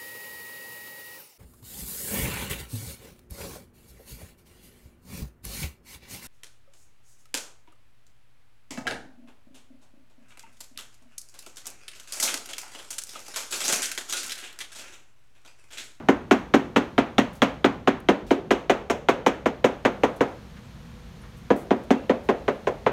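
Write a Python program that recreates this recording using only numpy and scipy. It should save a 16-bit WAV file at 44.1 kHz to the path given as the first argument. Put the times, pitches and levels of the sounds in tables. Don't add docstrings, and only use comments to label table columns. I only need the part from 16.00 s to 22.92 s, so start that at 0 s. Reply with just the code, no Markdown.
import sys
import numpy as np
from scipy import signal
from scipy.fft import rfft, irfft, next_fast_len
from scipy.io import wavfile
from scipy.ndimage import map_coordinates

SR = 44100
rng = np.random.default_rng(int(sys.argv[2]) if len(sys.argv) > 2 else 0)


def log_audio(samples):
    frames = np.atleast_2d(samples).T
    limited = np.clip(frames, -1, 1)
    pcm = np.round(limited * 32767).astype(np.int16)
    wavfile.write(sys.argv[1], SR, pcm)


N = 305172

# [t/s, panel level/dB, skin level/dB, contact hardness/dB, spot note f/Hz, spot note level/dB]
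BLOWS = [(0.086, -18, -12.5, -2, 784, -12.5), (0.3103, -18.5, -10, 1.5, 734, -11.5),
         (0.5383, -15.5, -11.5, 1.5, 740, -17), (0.7607, -17.5, -12.5, 2, 789, -31),
         (0.9796, -18, -13, -3, 720, -17), (1.1816, -16, -13, 3, 713, -14.5),
         (1.4189, -15.5, -11.5, 1.5, 722, -27), (1.6436, -16.5, -12.5, -1.5, 746, -31),
         (1.8739, -20, -13.5, -2.5, 746, -11), (2.0866, -16.5, -13, -1, 703, -10),
         (2.3072, -19.5, -17.5, 1.5, 702, -37), (2.507, -19.5, -14.5, 4, 770, -23),
         (2.6964, -20.5, -13, 1.5, 688, -8), (2.8988, -24.5, -19, 8.5, 686, -11),
         (3.0858, -19.5, -12.5, 0.5, 762, -15), (3.263, -20, -14, 3.5, 863, -9),
         (3.458, -21.5, -19, 1, 880, -21), (3.6427, -18.5, -14, 2, 991, -30),
         (3.85, -18.5, -14, -0.5, 758, -12), (4.0342, -19, -15.5, -1, 760, -33),
         (4.2071, -19.5, -16.5, -2, 730, -29), (5.5034, -16, -19.5, -4.5, 735, -28),
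         (5.7069, -16, -19.5, -6, 747, -19), (5.9054, -15, -18, 2.5, 745, -11.5),
         (6.0951, -17.5, -20, -3.5, 696, -34), (6.2883, -18, -19, -4, 1065, -16),
         (6.4798, -23, -20.5, -4, 757.5, -22), (6.6702, -26, -24, 0.5, 1041, -15),
         (6.8636, -25, -16.5, -9, 892, -17)]
# [t/s, narrow over wide panel level/dB,
# middle panel over their mean level/dB, air-space boom over panel level/dB,
# crack over skin level/dB at hardness 0, middle crack f/Hz]
HAMMER_PLACE = [(0, -8.5, 3, -18, 3.5, 2820), (.55, -6.5, 4.5, -16.5, 6.5, 3010),
                (.9, -2.5, 3.5, -9.5, 8, 2890), (1.3, 0.5, -9.5, -10.5, 9, 3440),
                (1.85, -7.5, 3.5, -16, 7, 3130), (2.401, 7, 7, -19, 8.5, 2900), (2.9, 13, 1, -16, 6, 3010),
                (3.3, 5.5, 1, -16, 7, 3064), (4.2, 8, .6, -11.5, 5, 2750), (5.5, 4, 2, -20, 6, 3117),
                (5.95, 2, -6, -26, 8.5, 2995), (6.9, 18.5, 4.5, -4.5, 7, 2890)]
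PANELS_HZ = [249, 360, 520]
# [f/Hz, relative level/dB, t60/s]
HULL_MODES = [(210.2, 2.5, 0.15), (240, 1.5, 0.14), (272.6, 6.5, 0.14), (328.8, 3, 0.079),
              (382, 7.5, 0.069), (429, 7, 0.057), (476, 4, 0.051), (510, 8.5, 0.048), (571, -5, 0.089),
              (616, -8, 0.078), (698, -6.5, 0.12), (824.6, -3, 0.045), (985.8, -7, 0.12)]
# [f/Hz, t60/s]
AIR_SPACE = [(125, 0.26), (150, 0.19)]
# [f/Hz, relative level/dB]
SKIN_COLOUR = [(250, -79), (500, -2.5), (750, 1), (1300, -1.5), (2200, -7), (3400, -15.5), (4200, -23),
               (5000, -29.5), (7000, -54.5)]
# [f/Hz, relative level/dB]
FACE_COLOUR = [(4000, -45), (5300, -0.5), (6500, 1.5), (7600, -7), (9000, -11.5), (10500, -18),
               (12000, -15.5), (16000, -20)]
# [f/Hz, t60/s]
SKIN_DECAY = [(300, 0.2), (1000, 0.09), (3000, 0.11), (7000, 0.13), (14000, 0.088)]
# [f/Hz, t60/s]
YARD_DECAY = [(200, 0.56), (700, 0.45), (2000, 0.38), (6000, 0.46), (14000, 0.47)]
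# [mean delay t/s, relative level/dB]
NEAR_ECHOES = [(.0045, -4.5), (.0085, -2), (0.016, -5.5)]
# [delay t/s, level over the direct panel sound/dB]
FAR_WALLS = [(0.021, -13), (0.05, -20), (0.081, -31.5)]
# [t/s, level/dB, f/Hz, bandwidth/Hz, length/s]
SMALL_SOUNDS = [(1.33, -54, 9000, 12000, 0.02), (1.352, -52, 5970, 12000, 0.033),
                (2.003, -47, 11000, 8000, 0.0025), (2.266, -51.5, 2940, 5860, 0.085),
                (4.163, -54, 9000, 10000, 0.017), (4.284, -57, 6300, 2480, .006),
                (4.564, -49, 1480, 1800, 0.027), (4.643, -67, 7700, 300, 0.04),
                (5.215, -64, 9750, 500, .02), (5.235, -50.5, 1276, 1200, 0.036),
                (5.368, -61, 9000, 10000, 0.031), (5.562, -52, 8900, 12000, 0.072),
                (5.835, -59, 9000, 10000, 0.016), (5.91, -52, 2710, 60, 0.12), (6.093, -55, 2560, 60, 0.1),
                (6.237, -62, 8960, 12000, 0.049)]
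# [f/Hz, relative level/dB]
RUMBLE_COLOUR = [(18, -45), (30, -5), (54, -3), (96, -10), (167, -8), (177, -5.5), (184, -37), (200, -2.5),
                 (220, -16), (238, -9), (300, -42), (390, -57), (660, -120)]
# [f/Hz, relative level/dB]
HISS_COLOUR = [(200, -28), (300, 5.5), (700, 0), (1100, 0), (2500, -5.5), (4200, -8), (4900, -12),
               (6500, -13), (8000, -20), (9800, -18), (10600, -28), (12000, -19.5), (15800, -31)]
# [t/s, level/dB]
HISS_LEVEL = [(0, -59), (1, -57), (2, -60), (3.2, -61.5), (4.199, -52.5), (4.6, -53), (5.4, -53.5),
              (6.92, -53)]
# [half-width where its spectrum falls to 1/e/Hz, level/dB]
MACHINE_HUM = (13.5, -62.5)

LIFE, LEAD = 16000, 220
MODES_DB, DRONE_DB = 1, -6.5
FACE_DB = -24
CRACK_SPREAD = 0.038
CRACK_GROWS = .4
EVEN_DB = 6.5
RUMBLE_DB, HUM_HZ = -43, 487
TOP_HZ = 15900


def hammer():
    out = np.zeros(N + 2 * LIFE)
    when, *columns = np.transpose(HAMMER_PLACE)
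    earlier = (-.13, *BLOWS[0][1:])
    for s, panel_db, *how in [earlier, *BLOWS]:
        narrow_db, middle_db, boom_db, crack_db, crack_hz = (np.interp(s, when, c) for c in columns)
        panels_db = panel_db + np.array([-narrow_db / 2, middle_db, narrow_db / 2])
        one = blow(panels_db, panel_db + boom_db, crack_db, crack_hz, *how)
        out[LIFE + round(s * SR) - LEAD:][:LIFE] += one
    return out[LIFE:][:N]


def blow(panels_db, boom_db, crack_db, crack_hz, skin_db, hard_db, spot_hz, spot_db):
    t = np.maximum(np.arange(LIFE) - LEAD, 0) / SR

    def struck(hz):
        return along(list(zip(PANELS_HZ, panels_db)), hz)

    panel = panel_modes(t, struck)
    boom = amp(boom_db) * air_boom(t)
    crack_db = crack_db + CRACK_GROWS * hard_db
    crack_hz = crack_hz * rng.normal(1, CRACK_SPREAD)
    face_seen = rng.uniform(.3, 1)
    drone = amp(panels_db.max() + DRONE_DB) * weak_modes(struck)
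    spot = amp(spot_db) * ring(t, spot_hz, .06) * (1 - np.exp(-(t / .002) ** 2))
    skin = amp(skin_db) * skin_waves(crack_db)
    crack = amp(skin_db + crack_db) * ring(t, crack_hz, .0075) * (1 - np.exp(-t / .0008))
    face = amp(skin_db + FACE_DB + hard_db) * steel_face(face_seen)
    return panel + boom + drone + spot + crack + np.roll(skin, 40) + np.roll(face, 60)


def panel_modes(t, struck):
    hz, db, t60 = np.transpose(HULL_MODES)[..., None]
    phase = np.pi * np.arange(len(hz))[:, None] + rng.normal(0, 0.92, hz.shape)
    swell = 1 - np.exp(-(t * hz / 1.67) ** 3)
    level = db + struck(hz) + rng.normal(0, 1.7, hz.shape) - 60 * t / t60
    modes = amp(level) * np.sin(2 * np.pi * hz * t + phase) * swell
    panel = amp(MODES_DB) * modes.sum(0)
    return panel + sum(amp(db) * np.roll(panel, int(delay * SR)) for delay, db in FAR_WALLS)


def air_boom(t):
    return sum(ring(t, hz, t60) for hz, t60 in AIR_SPACE) * (1 - np.exp(-t / 0.00042))


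def weak_modes(struck):
    wash = [(120, -14), (200, 4), (550, 1.0), (900, -8.5), (2000, -59)]  # f/Hz, level/dB
    return burst(lambda hz: struck(hz) + along(wash, hz),
                 direct=1.2, seen=0.33, echo_db=-4, bend_s=0.002416, yard_db=-4)


def skin_waves(crack_db):
    def colour(hz):
        octave = np.clip(np.log2((hz + 1) / 1500), 0, 1)
        return along(SKIN_COLOUR, hz) + (crack_db - EVEN_DB) * octave
    return burst(colour, direct=13.3, seen=0.74, echo_db=-8.5, bend_s=0.002556, yard_db=-13.0)


def steel_face(seen):
    return burst(lambda hz: along(FACE_COLOUR, hz),
                 direct=13.3, seen=seen, echo_db=0.0, bend_s=0, yard_db=-16)


def burst(colour, direct, seen, echo_db, bend_s, yard_db):
    t = np.arange(LIFE) / SR
    crowd = dying(SKIN_DECAY) * (1 - np.exp(-t / 0.00096))
    crowd += amp(yard_db) * dying(YARD_DECAY) * (1 - np.exp(-t / 0.0024))
    crowd[0] += direct * seen
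    for delay, db in NEAR_ECHOES:
        crowd[int(delay * rng.normal(1, .03) * SR)] += direct * amp(db + echo_db)

    def response(hz):
        bend = np.exp(-2j * np.pi * bend_s * (2 * np.sqrt(hz * 1000) - hz / 2))
        return amp(colour(hz)) * bend

    mean_gain = np.sqrt(np.mean(amp(colour(np.linspace(0, SR / 2, 999))) ** 2))
    return filtered(np.roll(crowd, LEAD), response) / mean_gain


def dying(t60s):
    hz, t, z = signal.stft(rng.standard_normal(LIFE), SR, nperseg=128)
    decay = amp(-60 * t / along(t60s, hz)[:, None])
    return signal.istft(z * decay, SR, nperseg=128)[1][:LIFE]


def ring(t, hz, t60):
    return amp(-60 * t / t60) * np.sin(2 * np.pi * hz * t)


def ticks():
    out, t = np.zeros(N + SR), np.arange(12000) / SR
    for s, db, hz, width, length in SMALL_SOUNDS:
        puff = rng.standard_normal(len(t)) * np.exp(-(t / max(length, .001)) ** 2)

        def resonance(f):
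            once = 1j * f * width / (hz * hz - f * f + 1j * f * width)
            return once ** 2 * np.sqrt(SR / 2 / width)

        out[round(s * SR):][:len(t)] += amp(db) * filtered(puff, resonance)
    return out[:N]


def yard_noise():
    def noise(response):
        return unit(filtered(rng.standard_normal(N), response))

    rumble_level = amp(RUMBLE_DB + 0.36 * wobble(6.1))
    rumble = rumble_level * noise(lambda hz: amp(along(RUMBLE_COLOUR, hz)))
    hiss_level = amp(np.interp(np.arange(N) / SR, *np.transpose(HISS_LEVEL)))
    hiss = hiss_level * noise(lambda hz: amp(along(HISS_COLOUR, hz)))
    width, hum_db = MACHINE_HUM
    hum = amp(hum_db) * noise(lambda hz: np.exp(-((hz - HUM_HZ) / width) ** 2))
    return rumble + hiss + hum


def wobble(rate):
    return map_coordinates(rng.standard_normal(int(N * rate / SR) + 4), [np.arange(N) * rate / SR])


def amp(db):
    return 10 ** (np.asarray(db) / 20)


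def unit(x):
    return x / np.sqrt(np.mean(x ** 2) + 1e-20)


def along(points, hz):
    f, v = np.transpose(points)
    return np.interp(np.log(hz + 1), np.log(f + 1), v)


def filtered(x, response):
    m = next_fast_len(len(x) + 8192)
    return irfft(rfft(x, m) * response(np.fft.rfftfreq(m, 1 / SR)), m)[:len(x)]


def scene():
    return (hammer() + ticks() + yard_noise())[None]


def record(dry):
    fade = np.exp(-1 / (.2 * SR))
    loud = signal.lfilter([1 - fade], [1, -fade], dry[0] ** 2)
    ducked = dry[0] / (1 + loud / amp(-53.5)) ** 0.1
    soft = ducked / (1 + np.abs(ducked / .82) ** 5) ** (1 / 5)
    return filtered(soft, lambda hz: (hz < TOP_HZ) / (1 + (40 / (hz + 1)) ** 4))[None]


dry = scene()
out = record(dry)
log_audio(out)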